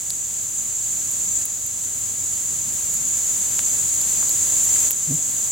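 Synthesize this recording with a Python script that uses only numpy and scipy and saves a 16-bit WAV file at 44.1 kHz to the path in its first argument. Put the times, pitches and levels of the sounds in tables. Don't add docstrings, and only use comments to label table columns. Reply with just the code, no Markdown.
import sys
import numpy as np
from scipy import signal
from scipy.fft import rfft, irfft
from scipy.io import wavfile
from scipy.ndimage import uniform_filter1d, minimum_filter1d

SR = 44100
rng = np.random.default_rng(int(sys.argv[2]) if len(sys.argv) > 2 else 0)


def store_pcm(level_fs):
    pcm = np.round(np.clip(level_fs, -1, 1) * 32767).astype(np.int16)
    wavfile.write(sys.argv[1], SR, np.atleast_2d(pcm).T)


N = 242991
T = np.arange(N) / SR

# mean wing tone in Hz, mean strokes per second, level in dB before the chorus gain.
NEAR_CRICKETS = [(7414, 42, -33), (6430, 31, -54.5), (6700, 43, -39), (7090, 48, -34)]
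# start in seconds, crack peak in dB, crack tone in Hz,
# crack decay constant in ms, wood peak in dB, wood tone in Hz.
SNAPS = [(.1047, 1.5, 9430, 0.068, -5, 4700), (1.4548, 6, 17200, .11, -3, 9700),
         (1.6652, -7.5, 12280, .1, -30, 4500), (2.94, -5, 11200, 0.0928, -28.5, 4500),
         (3.592, -2, 6337, 0.024, -9, 1800), (4.0153, -6, 11200, 0.06094, -17, 4632),
         (4.2289, -16, 10840, 0.095, -22, 892.7), (4.2935, -6.5, 12060, 0.0814, -18, 4500),
         (4.6441, -12, 11400, 0.09248, -28, 4500), (4.7606, -24, 11000, .1, -25, 1800),
         (4.9082, 5.5, 13140, 0.065, -16.5, 2800), (4.9158, -2, 11950, .067, -15, 5533)]
# frequency in Hz, mid density in dB per Hz, side density in dB per Hz.
AIR_SPECTRUM = [(20, -83, -114.3), (40, -68, -106.2), (70.32, -65.5, -99), (132.84, -63, -77.5),
                (244, -68, -74.5), (401.1, -73.5, -72.5), (895, -76, -73), (1668.3, -77.5, -78),
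                (2643.7, -76.0, -85), (4119, -73.5, -87), (5470, -72, -86), (9600, -65, -81.5),
                (12100, -72, -89.5), (15640, -74, -93)]
# time in seconds, gain in dB.
RUMBLE_GAIN = [(0, 0.5), (1.1, -0.5), (2, 1), (2.8, 1.5), (3.4, -1.5), (4.6, -3), (5.5, -2)]
# mean frequency in Hz, rms level in dB before the rumble gain.
HUM = [(52, -51.5), (95, -47.5)]

CHORUS_HZ, CHORUS_WIDTH_HZ = 7165, 450
CHORUS_SIDE_DB = -4.5
CHORUS_DB, CHORUS_RISE_DB_PER_S = 2.0, .12
WOOD_DECAY_RATIO = 2.54
TICK_DB, TICK_RANGE_DB, TICK_DECAY_MS = -22.5, 13.5, 0.13
TICK_LOW_HZ, TICK_HIGH_HZ = 9072, 13173
FLY_START_S, FLY_ATTACK_S, FLY_HOLD_S, FLY_RELEASE_S = 5.068, .032, 0.047, 0.017
FLY_DB, WINGBEAT_HZ = -19, 163
CLOSEST_S, CLOSEST_WIDTH_S, CLOSEST_DIP_HZ = 5.115, 0.0135, 32
OVERTONES_FAR_DB, OVERTONES_CLOSE_DB = -20, 1.5
WHINE_HZ, WHINE_DB = 15734, -52
CEILING_DB, START_DUCK_DB, RECOVERY_DB_PER_S = -1, 8.5, 2.5
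TOP_HZ = 15800


def amp(db):
    return 10 ** (np.asarray(db) / 20)


def level(x, db):
    return x * amp(db) / np.sqrt(np.mean(x ** 2))


def curves(table):
    s, *columns = np.transpose(table)
    return [np.interp(T, s, c) for c in columns]


def colour(x, hz, db):
    f = np.maximum(np.arange(N // 2 + 1) * SR / N, 1)
    gain = amp(np.interp(np.log(f), np.log(hz), db))
    return irfft(rfft(x) * gain, N)


def walk(rate):
    k = int(SR / rate)
    held = np.repeat(rng.standard_normal(N // k + 1), k)
    w = uniform_filter1d(uniform_filter1d(held, k), k)[:N]
    return w / w.std()


def stereo(mid, side):
    return np.array([mid + side, mid - side])


def scatter(x, t60, delay, side_db):
    t = np.arange(int((t60 + delay) * SR)) / SR - delay
    decay = (t > 0) * np.exp(-np.log(1000) * t / t60)
    mid, side = rng.standard_normal((2, len(t))) * decay
    response = stereo(mid, amp(side_db) * side) / np.sqrt(np.sum(mid ** 2))
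    return signal.fftconvolve(x[None], response, axes=1)[:, :N]


def cricket(hz, rate, glide, duty=0.5963, waver_db=2.0, force_db=7, drift=.008):
    strokes = rng.random() + np.cumsum(rate * (1 + .05 * walk(6))) / SR
    u = np.minimum(strokes % 1 / duty, 1)
    start, force = rng.random((1024, 2))[strokes.astype(int) % 1024].T
    tone_hz = hz * (1 + glide * (.5 - u) + drift * walk(20))
    phase = 2 * np.pi * np.cumsum(tone_hz) / SR + 2 * np.pi * start
    pulse = np.sin(np.pi * u) * np.sin(phase)
    return level(pulse * amp(waver_db * walk(20) + force_db * force), 0)


def chorus(count=22, crowd_db=-24.5, far_db=-25, echo_db=-4.5, shimmer_db=0.4):
    def share_db(hz):
        return -10 / np.log(10) * .5 * ((hz - CHORUS_HZ) / CHORUS_WIDTH_HZ) ** 2

    crowd = 0
    for k, hz in enumerate(CHORUS_HZ + CHORUS_WIDTH_HZ * np.linspace(-2.7, 2.6, count)):
        song = cricket(hz, rng.uniform(25, 75), glide=.06, duty=.5) * amp(share_db(hz))
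        crowd = crowd + stereo(song, song * amp(CHORUS_SIDE_DB) * (-1) ** k)
    near = sum(amp(db) * cricket(hz, rate, glide=.02) for hz, rate, db in NEAR_CRICKETS)
    direct = level(crowd, crowd_db) + near
    echoes = amp(echo_db) * scatter(direct.mean(0), t60=0.31, delay=0.0095, side_db=CHORUS_SIDE_DB / 2)

    band_hz = np.linspace(4000, 10000, 61)
    mid, side = colour(rng.standard_normal((2, N)), band_hz, share_db(band_hz))
    far = level(stereo(mid, amp(CHORUS_SIDE_DB) * side), far_db)
    effort_db = CHORUS_DB + CHORUS_RISE_DB_PER_S * T
    return (direct + echoes + far) * amp(effort_db + shimmer_db * walk(50))


def ring(s, db, hz, decay_ms):
    t = np.arange(256) / SR
    shape = np.gradient(t * np.exp(-1000 * t / decay_ms) * np.sin(2 * np.pi * hz * t))
    out = np.zeros(N + len(t))
    i = int(np.clip(s * SR, 0, N))
    out[i:i + len(t)] = amp(db) * shape / np.abs(shape).max()
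    return out[:N]


def fire(count=66, ground_db=-13):
    clicks = np.zeros(N)
    for s, db, hz, ms, wood_db, wood_hz in SNAPS:
        clicks += ring(s, db, hz, ms)
        clicks += ring(s, wood_db, wood_hz, ms * WOOD_DECAY_RATIO)
    for when, size, pitch in rng.random((count, 3)):
        tick_db = TICK_DB + TICK_RANGE_DB * size ** 3
        tick_hz = TICK_LOW_HZ + pitch * (TICK_HIGH_HZ - TICK_LOW_HZ)
        clicks += ring(when * N / SR, tick_db, tick_hz, TICK_DECAY_MS)
    return clicks + amp(ground_db) * scatter(clicks, t60=0.019, delay=0.0015, side_db=1.0)


def fly(count=5, second_db=-14, fall_db=-4, echo_db=-10):
    swell_s = FLY_START_S + np.cumsum([0, FLY_ATTACK_S, FLY_HOLD_S, FLY_RELEASE_S])
    swell = np.interp(T, swell_s, [0, 1, 1, 0])
    nearness = 1 / (1 + ((T - CLOSEST_S) / CLOSEST_WIDTH_S) ** 2)
    hz = WINGBEAT_HZ - CLOSEST_DIP_HZ * nearness
    overtone_db = OVERTONES_FAR_DB + (OVERTONES_CLOSE_DB - OVERTONES_FAR_DB) * nearness
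    phase = 2 * np.pi * np.cumsum(hz * (1 + 0.023 * walk(150))) / SR
    upper = sum(amp(second_db + fall_db * k) * np.cos((k + 3) * phase) for k in range(count - 2))
    upper = upper * (1 + 0.88 * walk(300))
    beat = amp(FLY_DB) * swell * np.cos(phase)
    overtones = amp(FLY_DB + overtone_db) * swell * (np.cos(2 * phase) + upper)
    echoes = amp(echo_db) * scatter(overtones + .3 * beat, t60=.6, delay=0.0185, side_db=-1)
    return beat + overtones + echoes


def camera_hum():
    hum = np.zeros(N)
    for hz, db in HUM:
        phase = 2 * np.pi * np.cumsum(hz * (1 + 0.0269 * walk(10))) / SR
        hum += np.sqrt(2) * amp(db) * np.sin(phase)
    return hum


def camera_whine():
    return np.sqrt(2) * amp(WHINE_DB) * np.sin(2 * np.pi * WHINE_HZ * T)


def background(rumble_hz=220, flutter_db=1.0, air_db=0, low_db=-1):
    hz, mid_db, side_db = np.transpose(AIR_SPECTRUM)
    mid, side = rng.standard_normal((2, N)) * np.sqrt(SR / 2)
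    air = stereo(colour(mid, hz, mid_db), colour(side, hz, side_db))
    low = signal.sosfiltfilt(signal.butter(2, rumble_hz, fs=SR, output="sos"), air)
    hiss = (air - low) * amp(air_db + 0.45 * walk(10))
    rumble = low * amp(low_db + flutter_db * walk(13))
    rumble_db, = curves(RUMBLE_GAIN)
    return hiss + (rumble + camera_hum()) * amp(rumble_db) + camera_whine()


def scene():
    return chorus() + fire() + fly() + background()


def record(dry):
    ahead = int(.02 * SR)
    over_db = 20 * np.log10(np.abs(dry).max(0) + 1e-9) - CEILING_DB
    over_db = -minimum_filter1d(-over_db, 2 * ahead)
    recovered_db = RECOVERY_DB_PER_S * T
    depth_db = np.maximum.accumulate(np.maximum(over_db + recovered_db, START_DUCK_DB))
    duck_db = np.maximum(depth_db - recovered_db, 0)
    gain = amp(-uniform_filter1d(duck_db, ahead // 2))
    low_pass = signal.ellip(10, .2, 80, TOP_HZ, fs=SR, output="sos")
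    return signal.sosfilt(low_pass, dry * gain)


dry = scene()
out = record(dry)
store_pcm(out)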